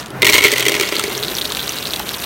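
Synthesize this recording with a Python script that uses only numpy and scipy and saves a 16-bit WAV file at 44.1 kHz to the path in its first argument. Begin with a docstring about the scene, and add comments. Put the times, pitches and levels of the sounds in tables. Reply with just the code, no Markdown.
"""Dry pet food into a plastic tub

Dry pet food pours from a bag into a plastic tub, close to the microphone. At first the pieces strike the
bare floor: damped modes ring and thump under noisy cracks. As a heap builds up the tub is muffled, and
the sound turns into a patter of coloured random contacts with short clicks of piece on piece. The bag
rumbles (filtered noise) and snaps, a wavering low tone comes and goes, and the loudest peaks overload."""
import sys
import numpy as np
from scipy import signal
from scipy.fft import rfft, irfft, next_fast_len
from scipy.io import wavfile
from scipy.ndimage import map_coordinates

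SR = 44100
rng = np.random.default_rng(int(sys.argv[2]) if len(sys.argv) > 2 else 0)


def to_wav(s):
    """Save 16-bit WAV."""
    ch = np.atleast_2d(s).T  # columns
    pcm = np.round(np.clip(ch, -1, 1) * 32767)  # PCM
    wavfile.write(sys.argv[1], SR, pcm.astype(np.int16))


N = 99225  # samples, 2.25 s
AGE = np.arange(SR // 8) / SR  # seconds since the start of a single hit


def amp(db):
    """Decibels to gain."""
    return 10 ** (np.asarray(db) / 20)


def unit(x):
    """Scale to rms 1."""
    return x / np.sqrt(np.mean(x ** 2) + 1e-20)


def burst(x, size):
    """Scale a hit to rms 1 over its first samples."""
    return x / np.sqrt(np.mean(x[:size] ** 2) + 1e-20)


def level(rows):
    """Gain per sample from (time_s, level_db) points."""
    return amp(np.interp(np.arange(N) / SR, *np.transpose(rows)))


def fade(t60, attack=1e-5):
    """Quick rise and exponential decay, both times in seconds."""
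    decay = np.exp(-np.log(1000) * AGE / t60)
    return decay * (1 - np.exp(-AGE / attack))


def add(track, s, sound):
    """Mix a sound into the track at a time in seconds."""
    i = int(np.clip(round(s * SR), 0, N))
    track[i:i + len(sound)] += sound[:N - i]


def response(points, size=4096):
    """Minimum-phase impulse response of a (freq_hz, gain_db) colour, built by folding its cepstrum."""
    hz, db = np.transpose(points)
    log_freq = np.log(np.fft.rfftfreq(size, 1 / SR) + 1)
    gain = amp(np.interp(log_freq, np.log(hz), db))
    cepstrum = irfft(np.log(gain))
    cepstrum[1:size // 2] *= 2
    cepstrum[size // 2 + 1:] = 0
    return irfft(np.exp(rfft(cepstrum)))


def through(x, answer):
    """Pass a sound through an impulse response."""
    return signal.fftconvolve(x, answer)[:len(x)]


def wobble(per_s):
    """A smooth random curve without extreme swings."""
    curve = map_coordinates(rng.standard_normal(N), [np.arange(N) * per_s / SR])
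    return np.clip(curve, -2, 2)


def contacts(per_s, spread_db):
    """Random impulses of uneven size and either sign."""
    hit = rng.random(N) < per_s / SR
    sign = rng.choice([-1, 1], N)
    return hit * sign * amp(spread_db * np.clip(rng.standard_normal(N), -2, 2))


def scratch(t60, colour, rough_db=4, points_per_s=3000):
    """A rough edge touching: a short dying spray of noise, uneven in level and coloured."""
    roughness = map_coordinates(rng.standard_normal(len(AGE)), [AGE * points_per_s], order=1)
    noise = rng.standard_normal(len(AGE)) * amp(rough_db * roughness)
    return through(noise * fade(t60), colour)


def ping(hz, t60, attack):
    """One heavily damped ring, started at a random phase."""
    return np.sin(2 * np.pi * (hz * AGE + rng.random())) * fade(t60, attack)


# a low hum that swells and fades, perhaps the surface under the tub: time_s, level_db
HUM_LEVEL = [(.09, -51), (.14, -35.5), (.31, -36), (.36, -54), (.48, -40.5), (.65, -35.5), (.82, -54),
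             (1.2, -41), (1.4, -53), (1.75, -40), (2.25, -58)]
HUM_HZ, HUM_WAVER_HZ = 128.4, 1.83


def hum():
    """One low tone, slightly unsteady in pitch."""
    pitch = HUM_HZ + HUM_WAVER_HZ * wobble(10.1)
    tone = np.sin(2 * np.pi * np.cumsum(pitch) / SR)
    return level(HUM_LEVEL) * unit(tone)


# food shifting in the handled bag: time_s, level_db
BAG_LEVEL = [(0, -32), (.09, -35), (.15, -29.5), (.35, -28), (.55, -39.5), (1.2, -31.5), (1.7, -34),
             (2.1, -31.5), (2.25, -32.5)]
# colour of that rumble: freq_hz, relative gain_db
RUMBLE_COLOUR = [(20, -6), (45, -6.5), (70, -2.5), (100, -8), (130, -5), (200, -3), (400, -9), (800, -9.5),
                 (1500, -11), (2500, -19.5), (6000, -33.5), (16000, -41)]
# sharp snaps, probably creases of the bag: start_s, level_db before the SNAP_DB trim, pitch_hz
SNAP_EVENTS = [(0.0602, -32.5, 8300), (0.0695, -40, 6950), (0.083, -42, 9660), (0.1044, -35.5, 10250),
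               (.606, -20, 12800), (0.9953, -16.5, 8900), (1.0385, -19.5, 9150), (1.521, -22, 9100),
               (1.57, -21, 7200), (1.6921, -25, 7600), (1.961, -24.5, 9000), (1.995, -24, 12000),
               (2.092, -30, 11900)]
# colour of a snap's noise: freq_hz, relative gain_db
SNAP_COLOUR = [(200, -28), (1300, -3), (3000, 11), (6000, 2.5), (9000, -1), (15000, -7.5)]
SNAP_DB, SNAP_T60_S = 4.5, 0.002


def bag(ping_db=-5):
    """The bag rumbles as the food shifts; each snap is a scratch with a very short high ring."""
    rumble = through(rng.standard_normal(N), response(RUMBLE_COLOUR))
    out, colour = level(BAG_LEVEL) * unit(rumble), response(SNAP_COLOUR)
    for s, db, hz in SNAP_EVENTS:
        crackle = burst(scratch(0.015, colour), size=88)
        ring = burst(ping(hz, SNAP_T60_S, .0002), size=88)
        add(out, s, amp(db + SNAP_DB) * (crackle + amp(ping_db) * ring))
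    return out


# dull knocks, probably the bag and clumps landing: start_s, level_db before lift_db, pitch_hz, t60_s
KNOCK_EVENTS = [(0.106, -24, 247, 0.023), (0.994, -11.5, 1310, 0.02), (1.511, -25, 1090, .012),
                (1.9982, -19.5, 1450, 0.0075), (2.001, -17, 850, 0.0085), (1.926, -38, 69, .18),
                (2.096, -35, 65, 0.16)]


def knocks(lift_db=5, skirt_db=-22, scuff_db=-4):
    """Short hollow bumps: a damped ring blurred by a scuff around the same pitch."""
    out = np.zeros(N)
    for s, db, hz, t60 in KNOCK_EVENTS:
        colour = [(hz / 2, skirt_db / 2), (hz, 0), (hz * 2, skirt_db / 2), (hz * 10, 2 * skirt_db)]
        scuff = scratch(t60, response(colour))
        scuff = scuff / np.abs(scuff).max()
        add(out, s, amp(db + lift_db) * (ping(hz, t60, t60 / 20) + amp(scuff_db) * scuff))
    return out


# pieces landing and sliding on the heap, also the base level of the small random clicks: time_s, level_db
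HEAP_LEVEL = [(0, -30), (.2, -83), (.3, -27.5), (.8, -27.5), (1.1, -29), (1.4, -32.5), (1.7, -29.5),
              (1.98, -33), (2.07, -32.5), (2.25, -30.5)]
# colour of those pieces: freq_hz, relative gain_db
PATTER_COLOUR = [(100, -12.5), (250, 3.5), (420, -1), (580, 3.5), (800, -1.5), (1500, 2.5), (2200, -1.5),
                 (3000, 0.5), (4200, -7.5), (4950, -15.5), (5800, -4), (8000, -8), (10500, -11.5),
                 (15700, -14)]
PATTER_PER_S, PATTER_SPREAD_DB = 4000, 4
# fine crumbs sliding over each other and out of the bag: time_s, level_db
CRUMB_LEVEL = [(0, -69), (.2, -45.5), (.3, -28), (.78, -49), (.98, -38), (1.15, -31.5), (1.3, -33),
               (1.37, -29.5), (1.44, -32), (1.51, -34), (1.57, -30), (1.69, -32.5), (1.8, -34),
               (1.94, -31.5), (2.06, -35), (2.14, -31.5), (2.25, -30.5)]
# colour of the crumbs: freq_hz, relative gain_db
CRUMB_COLOUR = [(1000, -4), (3000, -44), (5700, 0), (7600, -6), (9300, 1.5), (10500, -2.5), (11700, 1.5),
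                (13500, 3.5), (15700, -1.5)]
CRUMBS_PER_S, CRUMB_SPREAD_DB = 1100, 3.5


def patter(clump_db=3, clumps_per_s=200, crumb_clump_db=2):
    """Many tiny contacts of pieces and crumbs on the heap, swelling together in clumps."""
    clumps = wobble(clumps_per_s)
    piece_hits = contacts(PATTER_PER_S, PATTER_SPREAD_DB) * amp(clump_db * clumps)
    crumb_hits = contacts(CRUMBS_PER_S, CRUMB_SPREAD_DB) * amp(crumb_clump_db * clumps)
    pieces = unit(through(piece_hits, response(PATTER_COLOUR)))
    crumbs = unit(through(crumb_hits, response(CRUMB_COLOUR)))
    return level(HEAP_LEVEL) * pieces + level(CRUMB_LEVEL) * crumbs


# colour of hard piece edges touching: freq_hz, relative gain_db
CRACK_COLOUR = [(500, -12), (2000, 1), (4300, 7), (5000, 1), (5700, 4.5), (7500, 0), (8500, 2.5),
                (10400, -6.5), (11500, -2.5), (15500, -3.5)]


def crack(t60):
    """The noisy contact of a hard edge, shared by clicks, bounces and strikes."""
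    return scratch(t60, response(CRACK_COLOUR))


REBOUND_S = .0025  # base delay of a second touch, scaled at random each time
# piece hitting piece on the heap: start_s, level_db before the CLICK_DB trim, pitch_hz
CLICK_EVENTS = [(0.9666, -12, 4360), (1.097, -30, 3290), (1.1513, -18, 3870), (1.178, -17.5, 5830),
                (1.2284, -16.5, 3850), (1.2349, -13, 3800), (1.248, -16.5, 3900), (1.2688, -31, 3920),
                (1.2826, -14, 4000), (1.2993, -25, 3800), (1.3517, -16, 5670), (1.3686, -18, 4350),
                (1.3846, -14.5, 3450), (1.387, -17.5, 3800), (1.413, -15, 3600), (1.4167, -14.5, 3900),
                (1.423, -20, 3950), (1.4465, -23, 4200), (1.453, -16, 3920), (1.4557, -17, 3980),
                (1.5027, -20.5, 4020), (1.5211, -16.5, 3800), (1.5494, -14.5, 3800), (1.5667, -26, 4370),
                (1.594, -17, 3650), (1.6037, -19, 3870), (1.614, -20, 3940), (1.63, -20, 3800),
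                (1.6787, -15, 3900), (1.6935, -13.5, 5900), (1.7055, -23, 3720), (1.722, -22, 3730),
                (1.768, -22, 3900), (1.779, -25, 3870), (1.786, -16, 4060), (1.8273, -19, 3700),
                (1.855, -16.5, 3760), (1.8709, -17, 4120), (1.9074, -18, 4160), (1.9356, -13, 3620),
                (1.94, -15.5, 3830), (1.9625, -20, 3870), (1.9993, -22.5, 3130), (2.0916, -15.5, 3900),
                (2.142, -18.5, 3700), (2.1458, -20, 3720), (2.2381, -21, 3720), (2.2422, -20, 4030)]
CLICK_DB, CLICK_T60_S, CLICK_ATTACK_S = -0.5, 0.0027, .0004
# fainter clicks at random: mean rate, mean level relative to HEAP_LEVEL, middle pitch
SMALL_CLICKS_PER_S, SMALL_CLICK_DB, SMALL_CLICK_HZ = 320, -1, 3800


def clicks(crack_db=-9, spread_db=3, pitch_spread=0.19, again_db=-13):
    """Piece on piece: a few cycles of ring and a tick, then a lighter touch at another pitch."""
    out, heap = np.zeros(N), level(HEAP_LEVEL)
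    rows = [(s, amp(db + CLICK_DB), hz) for s, db, hz in CLICK_EVENTS]
    for i in np.flatnonzero(rng.random(N) < SMALL_CLICKS_PER_S / SR):
        size, shift = np.clip(rng.standard_normal(2), -2, 2)
        gain = heap[i] * amp(SMALL_CLICK_DB + spread_db * size)
        rows.append((i / SR, gain, SMALL_CLICK_HZ * np.exp(pitch_spread * shift)))
    for s, gain, hz in rows:
        again_s = REBOUND_S * (.5 + 2 * rng.random())
        again_hz = hz * np.exp(pitch_spread * rng.uniform(-2.9, 1))
        for delay, db, pitch in ((0, 0, hz), (again_s, again_db, again_hz)):
            ring = burst(ping(pitch, CLICK_T60_S, CLICK_ATTACK_S), size=88)
            tick = burst(crack(.0045), size=88)
            add(out, s + delay, gain * amp(db) * (ring + amp(crack_db) * tick))
    return out


# modes of the tub before random variation and damping: freq_hz, relative level_db, t60_s
TUB_MODES = [(329, -7, 0.069), (411, 1.5, 0.069), (445, -9.5, 0.025), (608.6, -10.5, 0.074),
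             (977, -19, 0.051), (1037, -18.5, 0.045), (1348, -15.5, 0.035), (1960, -2.5, 0.023),
             (2186, 5.5, 0.017), (2430, -3, 0.012), (2830, -2, 0.019), (3206, -1, 0.017), (3750, -4, 0.011),
             (4240, -6.5, 0.014)]
THUMP_BELOW_HZ = 800  # modes below thump, the others ring
RING_ATTACK_S, THUMP_ATTACK_S = 0.00087, 0.0003


def tub(low, attack, damping=1, vary_db=2.0, detune=0.0056):
    """The tub's low or high modes as decaying sines, excited differently at each spot."""
    out = np.zeros(len(AGE))
    for hz, db, t60 in TUB_MODES:
        if (hz < THUMP_BELOW_HZ) == low:
            size, shift, phase = rng.standard_normal(3)
            mode = np.sin(2 * np.pi * (hz * (1 + detune * shift) * AGE + phase))
            out += amp(db + vary_db * size) * fade(t60 / damping, attack) * mode
    return out


# small pieces bouncing on the floor that is still bare: time_s, level_db
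BOUNCE_LEVEL = [(.215, -67), (.25, -21.5), (.34, -18.5), (.41, -22), (.45, -11), (.49, -19.5), (.7, -25.5),
                (.86, -27), (1.05, -28), (1.2, -39), (1.6, -51), (2.25, -63)]
# the tub's low boom under the falling stream: time_s, level_db
BOOM_LEVEL = [(0, -45), (.2, -52), (.33, -30), (.6, -29), (1, -33), (1.3, -31), (1.5, -37), (2.25, -41)]
BOUNCES_PER_S, BOUNCE_SPREAD_DB = 700, 5.5


def bounces(crack_db=-4, count=12):
    """Lighter rebounds at several spots of the floor, over the boom of the tub's low modes."""
    rattle, boom = np.zeros(N), np.zeros(N)
    for spot in range(count):
        taps = contacts(BOUNCES_PER_S / count, BOUNCE_SPREAD_DB)
        rattle += unit(through(taps, tub(False, RING_ATTACK_S, damping=0.99, detune=0.033)))
        rattle += amp(crack_db) * unit(through(taps, crack(0.0025)))
        boom += unit(through(taps, tub(True, THUMP_ATTACK_S)))
    return level(BOUNCE_LEVEL) * unit(rattle) + level(BOOM_LEVEL) * unit(boom)


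# pieces striking the tub floor, levels before the trims below:
# start_s, floor ring_db, tub thump_db, contact crack_db
STRIKE_EVENTS = [(0.22, -8.5, -21, -13.5), (0.228, -4, -13.5, -18), (0.246, -7, -20.5, -13.5),
                 (0.253, -13, -19.5, -13), (0.267, -3.5, -23, -9.5), (0.273, -10, -25, -16),
                 (0.283, -14, -22, -15), (0.291, -4, -36, -18), (0.297, -21, -18, -10),
                 (0.303, -17, -20.5, -22), (0.324, -13, -48, -13), (0.332, -5.5, -23.5, -11),
                 (0.34, -10, -39, -8.5), (0.347, -9.5, -15, -13.5), (0.354, -7.5, -20, -12.5),
                 (0.364, -13, -39, -18.5), (0.371, -33, -46, -18), (0.381, -6.5, -18.5, -11),
                 (0.388, -9, -27, -18), (0.404, -17, -35, -29), (0.428, -12, -35, -22),
                 (0.439, -10, -22, -11.5), (0.446, -7.5, -15, -15), (0.452, -7, -15, -16),
                 (0.461, -13, -37, -23), (0.482, -17, -32, -21), (0.506, -19, -29, -26),
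                 (0.518, -16, -27, -12.5), (0.526, -14.5, -17.5, -19), (0.536, -15, -24, -19),
                 (0.562, -17, -23, -35), (0.581, -14.5, -32, -14.5), (0.596, -19, -25, -15.5),
                 (0.625, -14.5, -28, -19), (0.653, -14, -39, -18), (0.664, -8.5, -13, -17),
                 (0.683, -10, -23, -10), (0.694, -15, -18, -16), (0.719, -17, -19, -17.5),
                 (0.741, -12, -31, -18), (0.751, -16, -21, -21), (0.766, -18, -26, -36),
                 (0.7981, -11.5, -16.5, -16), (0.81, -14, -18, -14), (0.824, -18, -28, -23),
                 (0.833, -17, -34, -20.5), (0.889, -23.5, -32, -22), (0.924, -15.5, -19.5, -26),
                 (0.954, -21, -20.5, -17.5), (0.983, -28, -25.5, -22), (1.04, -20, -21, -32.5),
                 (1.079, -36, -20.5, -26.5)]
RING_DB, THUMP_DB, CRACK_DB = -3.5, -1.5, -1
CRACK_T60_S = 0.014  # on the bare floor
# the growing heap shortens the floor's ring and deadens the rebounds
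DAMPING_PER_S, REBOUND_LOSS_DB_PER_S = 0.62, 4.5
REBOUND_DB = -2.5  # at the first strike


def strikes():
    """Each hard landing cracks, rings the floor and thumps the tub; the piece tips over and touches again."""
    out = np.zeros(N)
    for s, ring_db, thump_db, crack_db in STRIKE_EVENTS:
        poured_s = s - STRIKE_EVENTS[0][0]
        damping = 1 + DAMPING_PER_S * poured_s
        thump = burst(tub(True, THUMP_ATTACK_S), size=480)
        add(out, s, amp(thump_db + THUMP_DB) * thump)
        again_s = REBOUND_S * (.5 + rng.random())
        again_db = REBOUND_DB - REBOUND_LOSS_DB_PER_S * poured_s
        for delay, db in ((0, 0), (again_s, again_db)):
            ring = burst(tub(False, RING_ATTACK_S, damping, vary_db=3.0, detune=.02), size=265)
            edge = burst(crack(CRACK_T60_S / damping), size=220)
            touch = amp(ring_db + RING_DB) * ring + amp(crack_db + CRACK_DB) * edge
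            add(out, s + delay, amp(db) * touch)
    return out


WALLS_T60_S, WALLS_DB = 0.037, -12
WALLS_STEP = SR // 12  # samples between fresh echo tails


def wall_echo(dry):
    """Brief echo between the tub's walls: a dying noise tail, drawn anew for each short stretch."""
    echo = np.zeros(N)
    for i in range(0, N, WALLS_STEP):
        tail = rng.standard_normal(len(AGE)) * fade(WALLS_T60_S, 0.004)
        add(echo, i / SR, signal.fftconvolve(dry[i:i + WALLS_STEP], tail / np.linalg.norm(tail)))
    return amp(WALLS_DB) * echo


def scene():
    """Bag, food and tub with the echo of its walls, over the hum that stays free of echo."""
    dry = bag() + knocks() + patter() + clicks() + bounces() + strikes()
    return (hum() + dry + wall_echo(dry))[None]


LOW_CUT_HZ, TOP_HZ = 55, 15850


def record(dry):
    """The microphone thins the deepest bass, the loudest peaks overload, and the top is cut off."""
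    low_cut = signal.butter(3, LOW_CUT_HZ, "high", fs=SR, output="sos")
    thin = signal.sosfilt(low_cut, dry)
    clipped = thin / (1 + np.abs(thin) ** 6) ** (1 / 6)  # smooth limit at full scale
    size = next_fast_len(N + SR // 2)
    passed = np.fft.rfftfreq(size, 1 / SR) < TOP_HZ
    return irfft(rfft(clipped, size) * passed, size)[:, :N]


dry = scene()
out = record(dry)
to_wav(out)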